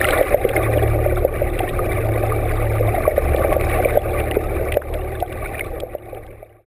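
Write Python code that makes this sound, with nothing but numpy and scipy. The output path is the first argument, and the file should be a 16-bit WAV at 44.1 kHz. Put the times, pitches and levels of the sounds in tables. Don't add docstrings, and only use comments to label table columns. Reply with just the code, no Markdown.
import sys
import numpy as np
from scipy import signal
from scipy.fft import rfft, irfft
from scipy.io import wavfile

SR = 44100
rng = np.random.default_rng(int(sys.argv[2]) if len(sys.argv) > 2 else 0)


def log_audio(samples):
    frames = np.atleast_2d(samples).T
    limited = np.clip(frames, -1, 1)
    pcm = np.round(limited * 32767).astype(np.int16)
    wavfile.write(sys.argv[1], SR, pcm)


N = 299791
TIME = np.arange(N) / SR

# t/s, gurgle level/dB, froth level/dB
WAKE_LEVELS = [(0.0, -16, -21), (0.1, -19.5, -18.5), (0.33, -19, -28), (0.7, -22, -29.5), (1.1, -25, -35),
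               (1.6, -27.5, -34), (1.8, -24.5, -34), (2.3, -25, -32), (2.8, -25.5, -32.5),
               (3.3, -23, -32.5), (3.52, -16, -28.5), (3.63, -23.5, -31.5), (3.72, -21, -28),
               (4.3, -21.5, -33.5), (5.3, -27, -33.5), (5.6, -19.5, -27), (5.75, -23.5, -35),
               (6.5, -23.5, -33)]


def gain_of(db):
    return 10 ** (np.asarray(db) / 20)


def unit_rms(x):
    return x / np.sqrt(np.mean(x ** 2) + 1e-20)


def curve(rows, column):
    rows = np.asarray(rows)
    return np.interp(TIME, rows[:, 0], rows[:, column])


def add(mix, start_s, sound):
    part = mix[max(round(start_s * SR), 0):][:len(sound)]
    part += sound[:len(part)]


def wander(rate_hz):
    hz = np.fft.rfftfreq(N, 1 / SR)
    return unit_rms(irfft(rfft(rng.standard_normal(N)) / (1 + (hz / rate_hz) ** 4), N))


def coloured(x, spectrum, size=2 ** 13):
    hz, db = np.transpose(spectrum)
    bin_hz = abs(np.fft.fftfreq(size, 1 / SR))
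    log_gain = np.log(gain_of(np.interp(np.log(bin_hz + 1), np.log(hz), db)))
    response = np.exp(np.conj(signal.hilbert(log_gain)))
    taps = np.fft.ifft(response).real[:size // 2]
    return unit_rms(signal.oaconvolve(x, taps)[:N])


def bubble(hz, t60_s, rise_s, glide):
    t = np.arange(0, t60_s + rise_s, 1 / SR)
    swell = np.sin(np.pi / 2 * np.minimum(t / rise_s, 1)) ** 2
    decay = np.exp(-np.log(1000) * np.maximum(t - rise_s, 0) / t60_s)
    return swell * decay * np.sin(2 * np.pi * hz * t * (1 + glide * t / t60_s))


def swarm(low_hz, high_hz, per_s, cycles, spread_db, glide, sizes):
    out = np.zeros(N)
    for hz in np.linspace(low_hz, high_hz, sizes):
        ring = bubble(hz, cycles * rng.uniform(0.5, 3.43) / hz, 1 / hz, glide)
        strength = gain_of(spread_db * np.minimum(rng.exponential(1, N), 4))
        births = strength * (rng.random(N) < per_s / sizes / SR)
        out += signal.oaconvolve(births, ring / np.linalg.norm(ring))[:N]
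    return out


def rumble(level_db=-27.5, eddy_db=2.5, eddy_hz=2.7):
    # f/Hz, relative level/dB
    flow_spectrum = [(8, -49), (20, 9.5), (40, 4.5), (90, 5.5), (125, -1.5), (165, -8.5), (260, -12),
                     (400, -48.5)]
    flow = coloured(rng.standard_normal(N), flow_spectrum)
    return flow * gain_of(level_db + eddy_db * wander(eddy_hz))


def engine(sway_db=2.5, sway_hz=4):
    # t/s, f/Hz
    firing_rate = [(0.0, 36.3), (0.05, 36.99), (2.89, 35.46), (2.96, 36.24), (4.71, 36.54), (5.11, 37.54),
                   (6.26, 35.23), (6.4, 35.7)]
    # t/s, order 2 rms level/dB, order 3 rms level/dB
    booming_orders = [(0.3, -34.5, -31.5), (0.85, -23, -19), (1.3, -28.5, -30.5), (1.8, -39, -34.5),
                      (2.05, -37, -21), (2.5, -28, -25.5), (2.88, -32, -17.5), (3.05, -27, -41.5),
                      (3.7, -26, -27.5), (5.1, -25, -31), (5.9, -34, -30.5), (6.5, -32, -24.5)]
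    # multiple of the firing rate, rms level/dB
    swaying_orders = [(1, -28.5), (4, -45.5), (5, -53.5), (6, -48.5), (7, -48), (8, -43.5), (9, -38),
                      (10, -34), (11, -40), (12, -45)]
    firing_hz = curve(firing_rate, column=1) * (1 + 0.00384 * wander(5.56))
    firings = np.cumsum(firing_hz) / SR
    levels = [(order, curve(booming_orders, column=order - 1)) for order in (2, 3)]
    levels += [(order, db + sway_db * wander(sway_hz)) for order, db in swaying_orders]
    out = np.zeros(N)
    for order, db in levels:
        drift = 0.01 * order * wander(8.1)
        phase = 2 * np.pi * (order * firings + drift + rng.random())
        out += np.sqrt(2) * gain_of(db) * np.sin(phase)
    return out


def gurgle(gulp_db=1.64):
    # f/Hz, relative level/dB
    gurgle_spectrum = [(150, -28.5), (250, -16), (330, -4), (420, -2.5), (600, 1), (690, -6.5), (770, -2),
                       (870, -16), (1000, -19), (1300, -43.5)]
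    bubbles = swarm(235.3, 893.2, per_s=900, cycles=19, spread_db=3.5, glide=0.071, sizes=36)
    gulps = unit_rms(gain_of(gulp_db * wander(25)))
    return coloured(bubbles, gurgle_spectrum) * gulps * gain_of(curve(WAKE_LEVELS, column=1))


def froth(clump_db=2.43):
    # f/Hz, relative level/dB
    froth_spectrum = [(700, -41.5), (990, -9.5), (1170, 5), (1370, -7.5), (1490, -1.5), (1620, -7),
                      (1820, -3), (2330, 1), (2750, -14.5), (3250, -26), (3750, -20), (4400, -31.5),
                      (5400, -34), (6000, -38)]
    # f/Hz, relative level/dB
    fine_spectrum = [(2500, -19.5), (3600, 3.5), (4400, -11.5), (5300, -7.5), (6000, -12.5)]
    level_db = curve(WAKE_LEVELS, column=2)
    bubbles = swarm(893.7, 5760, per_s=5000, cycles=30, spread_db=4.5, glide=0.02, sizes=64)
    ticks = swarm(2700, 5700, per_s=56, cycles=32, spread_db=3.3, glide=0.051, sizes=20)
    spray = swarm(2400, 4600, per_s=990, cycles=36, spread_db=4.5, glide=0.03, sizes=24)
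    clumps = unit_rms(gain_of(clump_db * wander(25)))
    white_water = coloured(bubbles, froth_spectrum) * clumps
    spray_gain = gain_of(-28 + np.minimum(0.38 * (level_db - np.median(level_db)), 11))
    fine = gain_of(-21) * coloured(ticks, fine_spectrum) + spray_gain * coloured(spray, fine_spectrum)
    return (white_water + fine) * gain_of(level_db)


def pings(cycles=55, stray_vs_froth_db=-10.5):
    # t/s, peak level/dB, f/Hz
    close_bubbles = [(0.013, -6.5, 1780), (0.046, -10.5, 1360), (0.052, -8, 1990), (0.564, -8.5, 2085),
                     (1.791, -14.5, 1210), (2.321, -13, 1187), (3.053, -14.5, 1110), (3.848, -12, 2285),
                     (5.609, -2.5, 2120)]
    strays = swarm(1100, 2800, per_s=30, cycles=cycles, spread_db=6, glide=0.091, sizes=24)
    out = unit_rms(strays) * gain_of(stray_vs_froth_db + curve(WAKE_LEVELS, column=2))
    for s, db, hz in close_bubbles:
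        add(out, s - 0.001, gain_of(db) * bubble(hz, cycles / hz, rise_s=0.002, glide=0.039))
    return out


def crackles(window_s=0.006, scatter_octaves=0.31, cycles=20, count=9):
    # t/s, level/dB, centre f/Hz
    bursts = [(0.05, -11, 1900), (0.068, -16, 3260), (0.087, -4, 2120), (0.106, -7, 3100),
              (0.227, -7, 2200), (0.490, -6.5, 2510), (0.567, -9, 2000), (1.59, -12.5, 2510),
              (1.689, -20, 2880), (3.36, -18.5, 2890), (3.528, -11, 2100), (3.712, -16, 2160),
              (4.2, -13.5, 2300), (4.721, -5, 2290), (4.740, -12.5, 2400), (4.816, -6.5, 1309),
              (4.939, -16.5, 2820), (5.202, -16, 3042), (5.323, -15, 2530), (5.593, -2, 2142),
              (5.802, -8.5, 3200), (6.145, -18.5, 2520), (6.265, -23, 3220)]
    out = np.zeros(N)
    for s, db, centre_hz in bursts:
        for octaves in np.linspace(-1.5, 1.5, count) * scatter_octaves:
            hz = centre_hz * 2 ** octaves
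            pop = bubble(hz * rng.uniform(0.948, 1.016), cycles / hz, rise_s=1 / hz, glide=0.048)
            weight = np.exp(-(octaves / scatter_octaves) ** 2 / 2) / np.sqrt(count / 2)
            add(out, s - 0.001 + window_s * rng.random(), gain_of(db) * weight * pop)
    return out


def bloops(rise_s=0.00314, muffle_hz=900):
    # t/s, peak level before muffling/dB, f/Hz
    pockets = [(0.135, -6.5, 553), (0.211, -0.5, 550), (0.344, 3.5, 575), (0.4505, 0.5, 467),
               (0.4555, -3, 402), (1.061, -5, 588), (1.123, -11, 526), (1.249, 1, 537), (1.418, -7, 560),
               (1.605, -9, 750), (2.236, -10, 594), (2.808, -6.5, 528), (2.881, -12, 697),
               (2.943, -8.5, 734), (2.98, -9.5, 642), (3.078, 1.5, 617), (3.179, -1, 556), (3.346, -7, 550),
               (3.4465, -7.5, 606), (3.564, -6, 562), (3.8385, -11, 592), (3.856, -2, 540),
               (3.973, 2.5, 599), (4.0574, -11.5, 549), (4.3685, -0.5, 418), (4.770, 5.5, 560),
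               (5.225, 0.7, 716), (5.834, -0.5, 526), (5.950, 1, 586), (6.129, -7, 515), (6.428, -0.5, 627)]
    quiver_db, quiver_s = -19, 0.00914
    shed_count, shed_db, shed_window_s, shed_octaves = 4, -19.5, 0.029, 0.2
    out = np.zeros(N)
    for s, db, hz in pockets:
        quiver = bubble(hz, t60_s=0.03, rise_s=quiver_s, glide=0.011)
        add(out, s - quiver_s - 0.002, gain_of(db + quiver_db) * quiver)
        ring = bubble(hz, t60_s=0.043, rise_s=rise_s, glide=0.014)
        add(out, s - 0.001, gain_of(db) * ring)
        for when, pitch in rng.random((shed_count, 2)):
            shed_hz = hz * 2 ** (shed_octaves * (2 * pitch - 1))
            shed = bubble(shed_hz, t60_s=0.053, rise_s=rise_s, glide=0.043)
            add(out, s + rise_s + shed_window_s * when, gain_of(db + shed_db) * shed)
    return signal.sosfiltfilt(signal.butter(6, muffle_hz, fs=SR, output="sos"), out)


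def scene():
    return (gurgle() + froth() + bloops() + pings() + crackles() + engine() + rumble())[None]


def gain_control(x, threshold_db=-6.5, depth=1.09, recover_db_per_s=75, attack_s=0.0036):
    peak_db = 20 * np.log10(abs(x) + 1e-9)
    fall_db = TIME * recover_db_per_s
    held_db = np.maximum.accumulate(peak_db + fall_db) - fall_db
    excess_db = np.maximum(held_db - threshold_db, 0)
    lag = np.exp(-1 / (attack_s * SR))
    cut_db = signal.lfilter([1 - lag], [1, -lag], depth * excess_db)
    return x * gain_of(-cut_db)


def sample_and_hold(x, hold_hz=12000, oversample=4):
    steps = np.repeat(signal.resample_poly(x, hold_hz, SR), oversample)
    return signal.resample_poly(steps, SR, oversample * hold_hz)[:N]


def record(dry, ceiling=0.93, fade_start_s=3.99, silent_s=6.652, edge_hz=15200):
    x = gain_control(dry[0])
    x = x / (1 + (x / ceiling) ** 16) ** (1 / 16)
    x = sample_and_hold(x) * np.interp(TIME, (fade_start_s, silent_s), (1, 0))
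    band_limit = signal.firwin(191, edge_hz, window=("kaiser", 9), fs=SR)
    return signal.oaconvolve(x, band_limit, "same")[None]


dry = scene()
out = record(dry)
log_audio(out)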